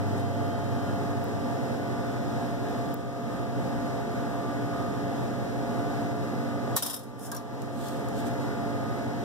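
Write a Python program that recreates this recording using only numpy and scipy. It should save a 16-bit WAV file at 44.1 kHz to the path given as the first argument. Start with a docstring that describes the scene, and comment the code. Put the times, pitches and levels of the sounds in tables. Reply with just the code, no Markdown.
"""A laboratory bench. Fans and a motor hum over a steady rush of air, and a low drone soon dies away.
A glove rustles, then tweezer tips tick twice. Near seven seconds a catch snaps open, loose parts
scrape and rattle, and a small metal part slides and clinks down. Last, gloves crinkle and sleeves rustle.
After the sharpest clicks a limiter turns the hum down and lets it swell again."""
import sys
import numpy as np
from scipy import signal
from scipy.fft import rfft, irfft
from scipy.io import wavfile
from scipy.ndimage import uniform_filter1d, minimum_filter1d

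SR = 44100
rng = np.random.default_rng(int(sys.argv[2]) if len(sys.argv) > 2 else 0)


def waveform_to_disk(signal):
    """Save audio, clipped to [-1, 1], as 16-bit WAV at the path in sys.argv[1]."""
    frames = np.transpose(np.atleast_2d(signal))
    scaled = np.clip(frames, -1, 1) * 32767
    samples = np.round(scaled).astype(np.int16)
    wavfile.write(sys.argv[1], SR, samples)


N = 407484
TIME = np.arange(N) / SR
FREQ = np.arange(N // 2 + 1) * SR / N + 1e-6
SHAFT_HZ = 59.025  # motor turns per second

# Hollow resonances of the loose parts. Each row: pitch in Hz, width in Hz, boost in dB.
LOOSE_BODY = [(3750, 400, 8), (5300, 650, 11), (8300, 300, 4), (9100, 250, 5), (9740, 300, 7),
              (11200, 300, 5), (12450, 500, 6), (13400, 300, 6)]
# Damped resonances of the small metal part. Each row: pitch in Hz, width in Hz, boost in dB.
METAL_BODY = [(4150, 400, -10), (5300, 350, 8), (7000, 450, 6), (8500, 540, 2), (9600, 400, 6),
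              (10900, 450, 6), (12200, 400, 4), (13800, 400, 4)]


def undb(db):
    """Turn decibels into a gain."""
    return 10 ** (np.asarray(db) / 20)


def spectrum(points, hz):
    """Join (Hz, value) points into a curve, giving each octave equal room."""
    point_hz, value = np.transpose(points)
    return np.interp(np.log(hz), np.log(point_hz), value)


def peaks(resonances):
    """The boost in dB that resonances give each frequency."""
    return sum(lift / (1 + (2 * (FREQ - hz) / width) ** 2) for hz, width, lift in resonances)


def pan(db):
    """Two gains that make the left side db louder than the right."""
    return undb(np.array([[1], [-1]]) * db / 2)


def wander(rate_hz):
    """A smooth random curve with a spread of 1, moving at up to about rate_hz."""
    curve = irfft(rfft(rng.standard_normal(N)) / (1 + (FREQ / rate_hz) ** 4), N)
    return curve / curve.std()


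def hiss(colour, resonances=()):
    """Shaped noise of average strength 1, unrelated left and right."""
    gain = undb(spectrum(colour, FREQ) + peaks(resonances))
    noise = irfft(rfft(rng.standard_normal((2, N))) * gain, N)
    return noise / noise.std()


def fade(age, t60):
    """Die away from age 0, falling 60 dB in t60 seconds."""
    return (age >= 0) * np.exp(-np.log(1000) * np.clip(age / t60, 0, 10))


def swell(start, attack, hold, t60):
    """Rise in a straight line, hold, then die away; times are in seconds."""
    age = TIME - start
    return np.clip(age / attack, 0, 1) * fade(np.maximum(age - attack - hold, 0), t60)


def likeness(hz, ripple_hz=2200):
    """How alike left and right are, as a complex number: unequal paths put the treble out of step."""
    # Match of the two sides. Each row: frequency in Hz, correlation from -1 to 1.
    match = [(125, -0.46), (175, 0.23), (280, 0.83), (390, 0.14), (580, 0.22), (750, 0.81), (1050, 0.98),
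             (1500, 0.35), (2200, 1), (3300, 0.15), (4400, 0.94), (6500, 0.56), (10000, -0.00075)]
    turn = 2 * np.pi * np.maximum(hz / ripple_hz - .5, 0)
    depth = np.clip(spectrum(match, hz), -.98, .98)
    return depth * (np.cos(turn) - 0.7j * np.sin(turn))


def tone(hz, right_phase):
    """A sine on a moving pitch, with the right side ahead by right_phase radians."""
    phase = 2 * np.pi * (np.cumsum(hz) / SR + rng.random())
    return np.sqrt(2) * np.sin([phase, phase + right_phase])


def crack(start, db, rise, t60, room_db=-19, room_t60=.27):
    """Power of one contact over time: a quick burst and a short echo of the room."""
    age = TIME[:SR]
    onset = np.minimum(age / max(rise, 1 / SR), 1)
    decay = fade(age, t60) ** 2 + (undb(room_db) * fade(age, room_t60)) ** 2
    return np.pad((undb(db) * onset) ** 2 * decay, (int(start * SR), N))[:N]


def ring(start, notes, db, tilt_db=0, build_cycles=9):
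    """Struck metal rings, its low notes building more slowly; tilt_db is added per octave up."""
    age = TIME[:SR]
    out = 0
    for hz, note_db, t60 in notes:
        gain = undb(db + note_db + tilt_db * np.log2(hz / notes[0][0]))
        onset = np.minimum(age * hz / build_cycles, 1)
        phase = 2 * np.pi * (hz * age + rng.random()) + np.array([[0], [rng.normal()]])
        out = out + gain * onset * fade(age, t60) * np.sin(phase)
    return np.pad(out, ((0, 0), (int(start * SR), N)))[:, :N]


def air(swell_db=0.65):
    """Swirling air from the fans rushes through ducts, almost steady."""
    # The rush. Each row: frequency in Hz, level in dB per Hz.
    rush = [(40, -87), (55, -72.5), (80, -71), (120, -58.5), (160, -63), (245, -58), (310, -64),
            (430, -63.5), (610, -67.5), (740, -66.5), (1050, -73.5), (1650, -75.5), (2500, -86.5),
            (5500, -90.5), (10500, -100)]
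    # Duct resonances. Each row: pitch in Hz, width in Hz, boost in dB.
    ducts = [(147, 12, 2), (198, 12, 1.5), (238.6, 12, 1), (287, 8.1, 1.5), (426.4, 18.5, 5),
             (518, 11.4, 4), (525, 19.6, 5), (545.6, 14, 5.5)]
    # Balance of the sides. Each row: frequency in Hz, left minus right in dB.
    balance = [(100, 2.5), (250, -3), (700, 0.5), (3500, 0.5), (5500, 2), (8500, 6), (12000, -2)]
    left, unrelated = rfft(rng.standard_normal((2, N)))
    alike = likeness(FREQ)
    right = alike * left + np.sqrt(1 - abs(alike) ** 2) * unrelated
    colour = undb(spectrum(rush, FREQ) + peaks(ducts)) * pan(spectrum(balance, FREQ))
    return irfft(np.array([left, right]) * colour, N) * np.sqrt(SR / 2) * undb(swell_db * wander(4.3))


def fans(drift_hz=0.3, waver_db=1.4):
    """Fans and transformers hum; each tone drifts on its own, and close neighbours beat."""
    # Each row: pitch in Hz, level in dB, left minus right in dB, right side's lead in radians.
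    hum_tones = [(59.2, -56, 1, 2.3), (105.6, -45.5, -3, 2.4), (118.8, -40.3, 2, 2.4),
                 (123.5, -47.5, 1, 2.4), (130, -38.7, -3, 2.4), (180, -51.5, 3, 1.4), (211.3, -54, -6, -.6),
                 (239.9, -44.5, -4, .9), (287.8, -41.5, -3, .6), (356.6, -55, 3, -1), (416, -52, -2, .9),
                 (475.4, -51, -6, 2.4), (531.1, -54, -1, .8), (572.1, -46, 1, 2.5), (575.8, -53, -1, -1),
                 (650.2, -58, 6, .5), (653.7, -58, 13, 1.3), (718.7, -53, 3, .3), (860.2, -50.3, -2, .7),
                 (942.8, -63, 1, 0), (1783.9, -67, 0, 0)]
    out = 0
    for hz, db, side_db, right_phase in hum_tones:
        hum = tone(hz + drift_hz * wander(1.0), right_phase)
        out = out + hum * undb(db + waver_db * wander(3.7)) * pan(side_db)
    return out


def fan_blade(hz=692.3, db=-39.5, drift_hz=0.31, waver_db=1.6, screen_db=-3):
    """The leading fan tone turns softer as the worker leans across the bench and screens it."""
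    screened = np.clip(TIME - 5.8, 0, 1)  # leaning over takes one second
    gain = undb(db + screen_db * screened + waver_db * wander(5.5))
    return tone(hz + drift_hz * wander(0.62), right_phase=0.49) * gain * pan(-1)


def motor_whine(slip=.0002, waver_db=3.5):
    """A two-pole motor whines at high multiples of its turning rate, each swelling and fading."""
    # The strongest multiples of the turning rate, and the level of each in dB.
    multiples = [20, 21, 22, 23, 24, 25, 26, 28, 37, 53, 59, 60, 65, 72]
    levels_db = [-54, -57.5, -63.5, -68, -66.5, -61.5, -90, -62.5, -70, -81, -80.5, -83, -76, -76]
    # Swells of single tones. Each row: multiple, peak time in seconds, length in seconds, boost in dB.
    swells = [(20, 3.4, .9, 5), (20, 4.75, .8, 3), (20, 6.6, .5, 4), (21, .65, .6, 9), (21, 2.5, .9, 5),
              (21, 3.25, .5, 10), (21, 4.75, .6, 9), (21, 6.7, .7, 7), (21, 8.7, .9, 6), (24, .95, .6, 12),
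              (24, 2.15, .6, 11), (24, 4.15, .6, 11), (24, 6.35, .4, 7), (24, 8.4, 1.2, 10),
              (25, 1.9, .5, 7), (25, 3.9, .7, 10), (25, 6.1, .7, 9), (53, .27, .18, 14), (53, .5, .25, 22),
              (53, .85, .45, 15), (53, 2.5, .35, 9), (53, 3.65, .4, 9)]
    shaft_hz = SHAFT_HZ * (1 + slip * wander(0.95))
    out = 0
    for multiple, db in zip(multiples, levels_db):
        lift_db = sum(boost * .5 ** ((2 * (TIME - peak) / length) ** 2)
                      for which, peak, length, boost in swells if which == multiple)
        whine = tone(multiple * shaft_hz, np.angle(likeness(multiple * SHAFT_HZ)))
        out = out + whine * undb(db + lift_db + waver_db * wander(3.0))
    return out


def motor_buzz(width_hz=0.64):
    """The motor's weak multiples: thin bands of noise, like tones that the room makes waver."""
    # Strength of the buzz. Each row: frequency in Hz, level of one band in dB.
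    colour = [(1100, -94), (2000, -64), (2700, -89), (3200, -73.5), (4400, -84.5), (5300, -77.5),
              (7500, -100), (8400, -91), (9400, -81)]
    off_multiple_hz = (FREQ / SHAFT_HZ + .5) % 1 * SHAFT_HZ - SHAFT_HZ / 2
    comb = np.exp(-np.pi / 2 * (off_multiple_hz / width_hz) ** 2) / np.sqrt(width_hz)
    in_range = (FREQ > colour[0][0]) & (FREQ < colour[-1][0])
    left = rfft(rng.standard_normal(N)) * comb * in_range * undb(spectrum(colour, FREQ))
    right = left * np.exp(1j * np.angle(likeness(FREQ)))
    return irfft([left, right], N) * np.sqrt(SR / 2)


def drone(hz=102.5, sag_hz_per_s=1.4, db=-31.5, fade_db_per_s=6.5, stop_s=1.45):
    """A low tone sags in pitch as it fades, then dies away quickly."""
    gain = undb(db - fade_db_per_s * TIME) * fade(np.maximum(TIME - stop_s, 0), t60=1)
    return tone(hz - sag_hz_per_s * TIME, right_phase=2.12) * gain


def sleeves(grain_db=1.3):
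    """Sleeves and gloves rub in small uneven slips; slow strokes also die away slowly."""
    # Each row: start in seconds, rise in seconds, level in dB.
    strokes = [(.15, .045, -53), (7.69, .185, -45), (8.13, 0.063, -48), (8.231, 0.044, -48),
               (8.37, .06, -55)]
    # Rubbing cloth and rubber. Each row: frequency in Hz, level in dB.
    colour = [(500, 2), (2000, -3), (3500, 10.5), (5500, 3), (8500, 9), (10000, 2), (16000, 2),
              (20000, -20)]
    power = sum((undb(db) * swell(start, rise, hold=0, t60=3.3 * rise)) ** 2 for start, rise, db in strokes)
    return hiss(colour) * np.sqrt(power) * undb(grain_db * wander(220)) * pan(1.5)


def tweezers(ping_hz=17000, contact_s=0.00032, scratch_db=-23):
    """Steel tips meet with a faint scratch and a very high ping, which record() later filters out."""
    # Each row: time in seconds, level in dB.
    ticks = [(1.241, -17), (2.942, -5.5)]
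    scratch = undb(scratch_db) * hiss([(4000, -26), (9000, -3), (13000, -1)])
    out = 0
    for start, db in ticks:
        age = np.maximum(TIME - start, 0)
        push = age / contact_s * np.exp(1 - np.minimum(age / contact_s, 50))
        out = out + undb(db) * push * (np.sin(2 * np.pi * ping_hz * age) + scratch)
    return out


def snap():
    """A catch gives way with a bright crack and rings; its casing answers later and duller."""
    # Each row: start in seconds, level in dB, rise in seconds.
    contacts = [(6.759, -28, .002), (6.764, -4, 0.00051)]
    # The crack and the casing's answer. Each row: frequency in Hz, level in dB.
    crack_colour = [(150, -25), (500, -7), (1100, 8), (2400, -20), (3300, -7), (6500, -7), (11000, -1),
                    (15000, 2), (17000, 6.5), (20000, 1)]
    case_colour = [(150, -17), (1000, 5), (1700, -3), (2500, -3), (3700, 3), (5400, 1), (7000, 0),
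                   (9000, -3), (14000, -20)]
    # The ringing catch. Each row: pitch in Hz, level in dB, seconds to fall 60 dB.
    notes = [(1820, -7, .13), (3840, -9, 0.16), (5070, -9, .11), (5760, -0.5, 0.094), (6050, -6, .1),
             (7000, -3, .1), (7526, -4, .09), (7970, -1, .11), (9200, -1, 0.13), (10340, -1, .08),
             (11330, 1.5, .085), (11660, 0, .06), (13700, 3, .07)]
    open_s = contacts[-1][0]
    power = sum(crack(start, db, rise, t60=0.074, room_db=-21) for start, db, rise in contacts)
    case_power = crack(open_s, db=-15, rise=0.017, t60=0.14, room_db=-13)
    burst = np.sqrt(power) * hiss(crack_colour)
    casing = np.sqrt(case_power) * hiss(case_colour)
    return burst + casing + ring(open_s, notes, db=-18.5)


def scrape(db=-27, grit_db=0.5):
    """Loose parts rub on each other between their knocks, then settle smoothly."""
    # The rubbing. Each row: frequency in Hz, level in dB.
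    colour = [(150, -20), (500, 10), (1100, 9.5), (2400, -8), (3200, 2), (5000, -4), (7000, 2), (10000, -1),
              (15000, -6), (20000, -20)]
    push = swell(start=6.821, attack=0.0042, hold=0.072, t60=0.46)
    return hiss(colour, LOOSE_BODY) * push * undb(db + grit_db * wander(600)) * pan(0.5)


def knocks(rise_s=0.0033, ring_db=-15.5, grit_db=1.0):
    """The loose parts knock and ring briefly; each knock is a cluster of tiny contacts."""
    # Each row: start in seconds, level in dB.
    hits = [(6.822, -11.5), (6.829, -12.5), (6.849, -21), (6.861, -12.5), (6.881, -24), (6.896, -18),
            (6.904, -18), (6.931, -19), (6.939, -15.5), (6.961, -21), (6.990, -31), (7.031, -35),
            (7.19, -37)]
    # The noise of a knock. Each row: frequency in Hz, level in dB.
    colour = [(150, -23), (500, 0), (1100, 7), (1700, -1), (2400, -15), (3200, 3), (4000, -9), (4800, -7),
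              (6500, -2.5), (10000, 6), (13500, 2), (16000, 0), (20000, -6)]
    # The ringing parts. Each row: pitch in Hz, level in dB, seconds to fall 60 dB.
    notes = [(3670, -2.5, 0.079), (4900, -4, 0.059), (5220, 3, 0.07), (5660, 0, 0.061), (9090, 1, .07),
             (9630, 0, .07), (11200, -2, .06), (12400, 1, .06)]
    power = sum(crack(start, db, rise_s, t60=0.06) for start, db in hits)
    rings = sum(ring(start + rise_s, notes, db + ring_db) for start, db in hits)
    clatter = np.sqrt(power) * undb(grit_db * wander(700)) * hiss(colour, LOOSE_BODY)
    return (clatter + rings) * pan(2.5)


def slide(db=-36, grit_db=1.0):
    """The small part drags over metal: a bright rasp of tiny contacts."""
    # The rasp. Each row: frequency in Hz, level in dB.
    colour = [(500, -6), (1800, 3), (2500, -7), (3500, 2), (4400, -6), (5500, 4), (8000, 4), (10500, 5),
              (13000, 1), (16000, 2), (20000, -20)]
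    push = swell(start=7.175, attack=.083, hold=.01, t60=.19)
    return hiss(colour, METAL_BODY) * push * undb(db - grit_db * wander(800)) * pan(2)


def clinks(bench_db=-4.5):
    """The small metal part touches down: a crack, a ring and a dull answer from the bench."""
    # Each row: start in seconds, crack level in dB, ring level in dB, ring brightness in dB per octave.
    hits = [(7.3155, -23.5, -37, -5), (7.347, -28, -55, 0), (7.364, -30, -50, 8)]
    # The ringing part. Each row: pitch in Hz, level in dB, seconds to fall 60 dB.
    notes = [(1610, 5.5, 0.2), (1820, -3, .14), (4120, -9, 0.1), (5670, 7, 0.079), (5640, -5, .06),
             (7080, -6, 0.086), (10400, -10, .07), (12120, -16, 0.08)]
    # The crack and the bench's answer. Each row: frequency in Hz, level in dB.
    crack_colour = [(150, -20), (1100, 2), (2400, -12), (3300, -2), (6500, 1), (10000, 2), (13500, 0),
                    (16000, 0), (20000, -15)]
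    bench_colour = [(150, -13), (500, 1), (1050, 9), (1800, -6), (2400, -20), (4000, -9), (9000, -30)]
    power = sum(crack(start, db, rise=0.00085, t60=0.052, room_db=-16) for start, db, _, _ in hits)
    bench_power = sum(crack(start, db + bench_db, rise=0.01, t60=0.26) for start, db, _, _ in hits)
    rings = sum(ring(start, notes, db, tilt_db) for start, _, db, tilt_db in hits)
    cracks = np.sqrt(power) * hiss(crack_colour, METAL_BODY)
    bench = np.sqrt(bench_power) * hiss(bench_colour)
    return (cracks + bench + rings) * pan(2)


def crinkles():
    """Folds of thin glove rubber flip over with short dry ticks."""
    # Each row: start in seconds, level in dB.
    folds = [(7.619, -34.5), (7.8566, -41), (7.8851, -35), (7.9674, -46), (8.0855, -39.5), (8.2647, -47)]
    # The tick of a fold. Each row: frequency in Hz, level in dB.
    colour = [(1000, -8), (3500, -1), (6000, 5), (8500, 4), (11000, 1), (16000, -2), (20000, -13)]
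    power = sum(crack(start, db, rise=0.00044, t60=0.016, room_db=-17) for start, db in folds)
    return np.sqrt(power) * hiss(colour) * pan(2)


def scene():
    """Machines all round, handwork on the bench."""
    machines = air() + fans() + fan_blade() + motor_whine() + motor_buzz() + drone()
    return machines + snap() + knocks() + scrape() + slide() + clinks() + tweezers() + sleeves() + crinkles()


def limiter(sound, top_db=-17.0, hold_s=.29, release_db_per_s=11):
    """The volume drops at once when the level passes top_db, holds, then climbs back steadily."""
    power = uniform_filter1d(np.mean(sound ** 2, axis=0), size=88)  # averaged over 2 ms
    over_db = np.maximum(10 * np.log10(np.maximum(power, 1e-12)) - top_db, 0)
    half_hold = int(hold_s * SR) // 2
    held_db = -minimum_filter1d(-over_db, 2 * half_hold + 1, origin=half_hold)  # largest recent excess
    climb_db = release_db_per_s * TIME
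    return sound * undb(climb_db - np.maximum.accumulate(held_db + climb_db))


def record(dry, top_hz=15500):
    """The limiter, then a steep cut of the highest treble."""
    low_pass = signal.ellip(10, .2, 80, top_hz, fs=SR, output="sos")
    return signal.sosfilt(low_pass, limiter(dry))


dry = scene()
out = record(dry)
waveform_to_disk(out)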